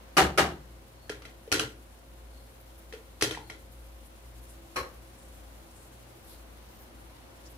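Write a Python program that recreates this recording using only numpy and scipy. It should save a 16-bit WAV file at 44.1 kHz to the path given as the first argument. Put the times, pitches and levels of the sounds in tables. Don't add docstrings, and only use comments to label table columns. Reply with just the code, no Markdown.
import sys
import numpy as np
from scipy import signal
from scipy.fft import rfft, irfft
from scipy.io import wavfile

SR = 44100
rng = np.random.default_rng(int(sys.argv[2]) if len(sys.argv) > 2 else 0)


def unload_audio(sound):
    columns = np.transpose(np.atleast_2d(sound))
    steps = np.round(np.clip(columns, -1, 1) * 32767)
    wavfile.write(sys.argv[1], SR, steps.astype(np.int16))


N = 333837

# start_s, level_db (dry peak before brightening and room), own_pitch_hz,
# own_gain_db (of the blow's own resonance: a utensil's clack or the plate's dull thunk)
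RIM_KNOCKS = [(.168, -4, 1480, -24), (.376, -6.5, 1490, -11)]
PLATE_CLATTER = [(1.095, -17, 1650, 2.9), (1.098, -25, 417, 28.7), (1.220, -30.5, 1210, 5.9),
                 (1.252, -26, 2010, 2.5), (1.476, -38, 433, 34.6), (1.517, -7.5, 2750, 2),
                 (1.524, -3, 1840, 1.9), (1.541, -11, 1410, 7.6), (1.595, -7.5, 2950, 6.4),
                 (1.600, -23, 1405, 25.3), (1.619, -25.5, 1420, 14), (2.925, -26, 1900, 3.4),
                 (2.935, -29, 440, 27), (3.211, -11, 1280, 2), (3.223, -2.5, 1850, 1.8),
                 (3.310, -15.5, 3600, 4), (3.347, -23, 1860, 7.7), (3.371, -40, 4000, 3),
                 (3.373, -28, 866, 26), (3.499, -22, 2080, 8)]
POT_TAP = [(4.759, -16, 1280, 1.3)]

# pitch_hz, width_hz, level_db (before the body's ring_db)
SKILLET_MODES = [(55, 8, -14), (72, 8, 14), (148, 15, 2), (363, 29, 2), (768, 32, 13), (1230, 60, 1.5),
                 (1665, 300, -0.5), (2825, 43, 6), (3455, 30, -11)]
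PLATE_MODES = [(317, 31, 0.5), (436, 64, 4.5), (1406, 42, 2), (1890, 410, -6), (2500, 290, -12),
               (3090, 110, -3), (3940, 45, -4), (5550, 130, -14)]
POT_MODES = [(384, 20, 11.5), (527, 38, 16.5), (1106, 61, 11), (1490, 480, 9), (2170, 200, 1),
             (4050, 160, 6.5), (5400, 90, 4)]

# (per Hz, relative)
SKILLET_CLICK = [(24, -50), (40, -26), (155, -6.5), (231, -12.5), (372, -3), (455, -8.5), (770, -6),
                 (1070, -8.5), (1210, -6), (8990, -25), (16000, -37)]
PLATE_CLICK = [(24, -36), (40, -15), (127, 2), (199, -46), (444, -10.5), (1070, -9.5), (1410, -14.5),
               (1590, -7), (3220, -11.5), (11000, -31), (16000, -55)]
POT_CLICK = [(35, -36), (60, 16), (227, 1), (363, 3), (1140, 13.5), (3670, -15.5), (4220, -10), (11500, 0),
             (16000, -20)]

# frequency_hz, decay_s
ROOM_T60 = [(60, 0.42), (150, 0.59), (400, 0.38), (1000, 0.31), (2500, .28), (6000, 0.25), (13000, 0.25)]

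# time_s, air_and_burner_db, simmer_db
BACKGROUND = [(0, -53.5, -63), (.9, -56.5, -62.5), (2.2, -56.5, -63), (3, -56.5, -61), (3.7, -56.5, -62.5),
              (5, -55, -60.5), (7.57, -54, -61.5)]
# (per Hz, relative)
AIR_COLOUR = [(18, -38), (30, -15), (60, -12), (73, -1.5), (81, -25.5), (124, -12.5), (148, -19),
              (181, -14), (336, -14.5), (439, -17), (535, -17), (572, -15), (6000, -35), (7800, -75.5),
              (13200, -120)]
SIMMER_COLOUR = [(1760, -4), (3000, 0.5), (5800, -4), (8760, 1.5), (11400, 0), (13300, -6), (15100, -1.5),
                 (16000, -21.5)]
# frequency_hz, likeness (-1 to 1, no unit)
LIKENESS = [(60, -0.16), (180, 1), (550, 0.13), (1650, -0.16), (4970, -0.11), (15000, -0.078)]

# pitch_hz in one row, level_db (rms before drift) in the other
MOTOR_HZ = (56.63, 58.52, 538.0)
MOTOR_DB = (-53.5, -64.5, -69)
# pitch_hz, width_hz (of each of two passes), level_db (rms)
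NOISY_LINES = [(61, 14, -64.5), (80.8, 25, -65), (119.65, 2.9, -64.5), (247.6, 3.4, -78.5),
               (333.4, 5.2, -67.5), (519.5, 18, -73)]

# middle_s, length_s, centre_hz, level_db (rms before swell and flicker)
WISPS = [(2.616, .045, 12000, -59), (2.788, 0.03, 12100, -59), (3.725, .02, 14000, -60),
         (4.069, 0.046, 10400, -58.5), (4.433, .05, 11000, -59), (4.508, 0.057, 9500, -56.5),
         (5.226, 0.14, 8600, -62), (5.793, .16, 8500, -59.5), (5.85, 0.13, 1010, -70),
         (6.31, 0.12, 11400, -57), (6.328, 0.1, 4050, -61), (6.746, 0.077, 15000, -61),
         (6.817, 0.06, 14500, -58), (7.168, .015, 4000, -61), (7.467, 0.027, 5500, -55),
         (7.514, .033, 11000, -56.5)]
# middle_s, length_s
WHISTLES = [(0.412, 0.4), (1.037, 0.14), (2.40, 0.16), (3.466, .13)]

HUM_CREST_S = 3.87
WISP_Q = 1.9
WHISTLE_HZ, WHISTLE_WIDTH_HZ, WHISTLE_DB = 4340, 200, -67.5

ECHOES_PER_S, ECHO_SPREAD_DB, ECHO_BUILD_S = 5000, 2, 0.0045
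NEAR_T60_S, NEAR_BUILD_S = 0.035, 0.001
DIRECT_DB = -10.5
OWN_DIRECT_DB = 3.5

OWN_Q = 4.5
EDGE_HZ = 4000
EDGE_PER_DB, EDGE_FROM_DB = 0.2835, -10.5

MIC_GAP_S = 0.00033
LEFT_DB = 1.24
CUTOFF_HZ = 15950


def from_db(db):
    return 10 ** (np.asarray(db) / 20)


def rms_one(x):
    return x / np.sqrt(np.mean(x ** 2) + 1e-20)


def at_hz(points, hz):
    table_hz, values = np.array(points).T
    return np.interp(np.log(hz), np.log(table_hz), values)


def resonate(x, hz, width_hz):
    r = np.exp(-np.pi * width_hz / SR)
    top = np.array([1, 0, -1]) * (1 - r * r) / 2
    return signal.lfilter(top, [1, -2 * r * np.cos(2 * np.pi * hz / SR), r * r], x)


def resonate_twice(x, hz, width_hz):
    return resonate(resonate(x, hz, width_hz), hz, width_hz)


def drift(rate_hz):
    step, settle = 40, 2000
    r = np.exp(-2 * np.pi * rate_hz * step / SR)
    noise = rng.standard_normal(N // step + settle + 2)
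    slow = signal.lfilter([1], [1, -2 * r, r * r], noise)[settle:]
    return np.interp(np.arange(N) / step, np.arange(len(slow)), rms_one(slow))


def half_octaves(x, low_hz=30, high_hz=20000):
    edges = 34 * 2 ** np.arange(0, 9.1, 0.5)
    for k, (low, high) in enumerate(zip(edges, edges[1:])):
        if low_hz < low and high < high_hz:
            band_pass = signal.butter(2, [low, high], "band", fs=SR, output="sos")
            yield np.sqrt(low * high), signal.sosfilt(band_pass, x[k % 2])


def banded_noise(colour, patchy_db, low_hz, high_hz):
    out, together = 0, drift(0.57)
    draws = rng.standard_normal((2, 2, N))
    for hz, (mid, side) in half_octaves(draws, low_hz, high_hz):
        alike = np.clip(at_hz(LIKENESS, hz), -1, 1)
        flicker_db = patchy_db * (0.6 * together + drift(4.7))
        gain = from_db(at_hz(colour, hz) + flicker_db)
        out = out + gain * (np.sqrt(1 + alike) * mid + np.sqrt(1 - alike) * side * [[1], [-1]])
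    return rms_one(out)


def background_level(column):
    table = np.transpose(BACKGROUND)
    return from_db(np.interp(np.arange(N) / SR, table[0], table[column]))


def burner_and_air():
    return background_level(1) * banded_noise(AIR_COLOUR, patchy_db=-0.1, low_hz=30, high_hz=9000)


def fridge():
    s = np.arange(N) / SR
    hum = sum(np.sqrt(2) * from_db(db) * np.cos(2 * np.pi * hz * (s - HUM_CREST_S))
              for hz, db in zip(MOTOR_HZ, MOTOR_DB))
    lines = sum(from_db(db) * rms_one(resonate_twice(rng.standard_normal(N), hz, width))
                for hz, width, db in NOISY_LINES)
    return hum * from_db(1.5 * drift(1.2)) + lines


def simmer():
    return background_level(2) * banded_noise(SIMMER_COLOUR, patchy_db=0.7, low_hz=2000, high_hz=20000)


def wisps_and_whistles(size=24000):
    out = np.zeros((2, N + size))
    s = (np.arange(size) - size // 2) / SR
    broad = [(middle, length, hz, hz / WISP_Q, db) for middle, length, hz, db in WISPS]
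    narrow = [(middle, length, WHISTLE_HZ, WHISTLE_WIDTH_HZ, WHISTLE_DB) for middle, length in WHISTLES]
    for middle, length, hz, width, db in broad + narrow:
        hiss = resonate_twice(rng.standard_normal((2, size)), hz, width)
        swell = np.exp(-(2 * s / length) ** 2)
        at = round(middle * SR)
        out[:, at:at + size] += from_db(db) * rms_one(hiss) * swell
    return out[:, size // 2:size // 2 + N]


def kitchen_echoes(echo_db, size=20000):
    s = np.arange(size) / SR
    chance, bearing = rng.random((2, size))
    size_db = ECHO_SPREAD_DB * np.minimum(rng.exponential(1, size), 3)
    echoes = from_db(size_db) * rng.choice([-1, 1], size)
    echoes *= chance < ECHOES_PER_S / SR
    spray = np.zeros((2, size))
    for mic, sign in enumerate((1, -1)):
        delay = (1 + sign * (2 * bearing - 1)) * MIC_GAP_S * SR / 2
        at = np.arange(size) + np.round(delay).astype(int)
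        np.add.at(spray[mic], np.minimum(at, size - 1), echoes)
    near = spray * from_db(-60 * s / NEAR_T60_S) * (1 - np.exp(-s / NEAR_BUILD_S))
    late = spray * (1 - np.exp(-s / ECHO_BUILD_S))
    room = sum(band * (-1) ** k * from_db(-60 * s / at_hz(ROOM_T60, hz))
               for k, (hz, band) in enumerate(half_octaves([late, late])))
    return (rms_one(near) + from_db(echo_db) * rms_one(room)) / np.sqrt(size)


def contact_click(colour, size=12288):
    hz = np.maximum(np.fft.rfftfreq(size, 1 / SR), 10)
    cepstrum = irfft(np.log(from_db(at_hz(colour, hz))))
    cepstrum[1:size // 2] *= 2
    cepstrum[size // 2 + 1:] = 0
    return irfft(np.exp(rfft(cepstrum)))


def blows(table, modes, colour, ring_db, edge_db, echo_db, left_lag):
    out = np.zeros((2, N + 40000))
    click = contact_click(colour)
    impulse = signal.unit_impulse(len(click))
    high_pass = signal.butter(2, EDGE_HZ, "high", fs=SR, output="sos")
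    for start, peak_db, own_hz, own_db in table:
        luck_db = rng.normal(0, 1.5, len(modes))
        ring = sum(from_db(db + ring_db + extra) * resonate(impulse, hz, width)
                   for (hz, width, db), extra in zip(modes, luck_db))
        clack_or_thunk = from_db(own_db) * resonate_twice(click, own_hz, own_hz / OWN_Q)
        blow = click + ring + clack_or_thunk
        bright_db = edge_db + EDGE_PER_DB * (peak_db - EDGE_FROM_DB)
        shaped = blow + (from_db(bright_db) - 1) * signal.sosfilt(high_pass, blow)
        paths = kitchen_echoes(echo_db)
        paths[[0, 1], [round(left_lag), 0]] += from_db(DIRECT_DB)
        heard = signal.fftconvolve(shaped[None], paths, axes=1)
        heard[:, :len(click)] += from_db(OWN_DIRECT_DB) * clack_or_thunk
        at = round(start * SR)
        out[:, at:at + heard.shape[1]] += from_db(peak_db) * heard / np.abs(blow).max()
    return out[:, :N]


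def skillet_knocks():
    return blows(RIM_KNOCKS, SKILLET_MODES, SKILLET_CLICK, ring_db=-13.5, edge_db=-1.0, echo_db=12.5, left_lag=5)


def plate_clatter():
    return blows(PLATE_CLATTER, PLATE_MODES, PLATE_CLICK, ring_db=0.0, edge_db=5.5, echo_db=-1.5, left_lag=2)


def pot_tap():
    return blows(POT_TAP, POT_MODES, POT_CLICK, ring_db=5.5, edge_db=-3.0, echo_db=10.5, left_lag=9)


def scene():
    spurts = from_db(1.27 * drift(37.0))
    background = burner_and_air() + fridge() + spurts * (simmer() + wisps_and_whistles())
    return background + skillet_knocks() + plate_clatter() + pot_tap()


def record(dry):
    tilted = dry * from_db([[LEFT_DB / 2], [-LEFT_DB / 2]])
    low_pass = signal.cheby2(16, 70, CUTOFF_HZ * 1.02, fs=SR, output="sos")
    return signal.sosfilt(low_pass, tilted)


dry = scene()
out = record(dry)
unload_audio(out)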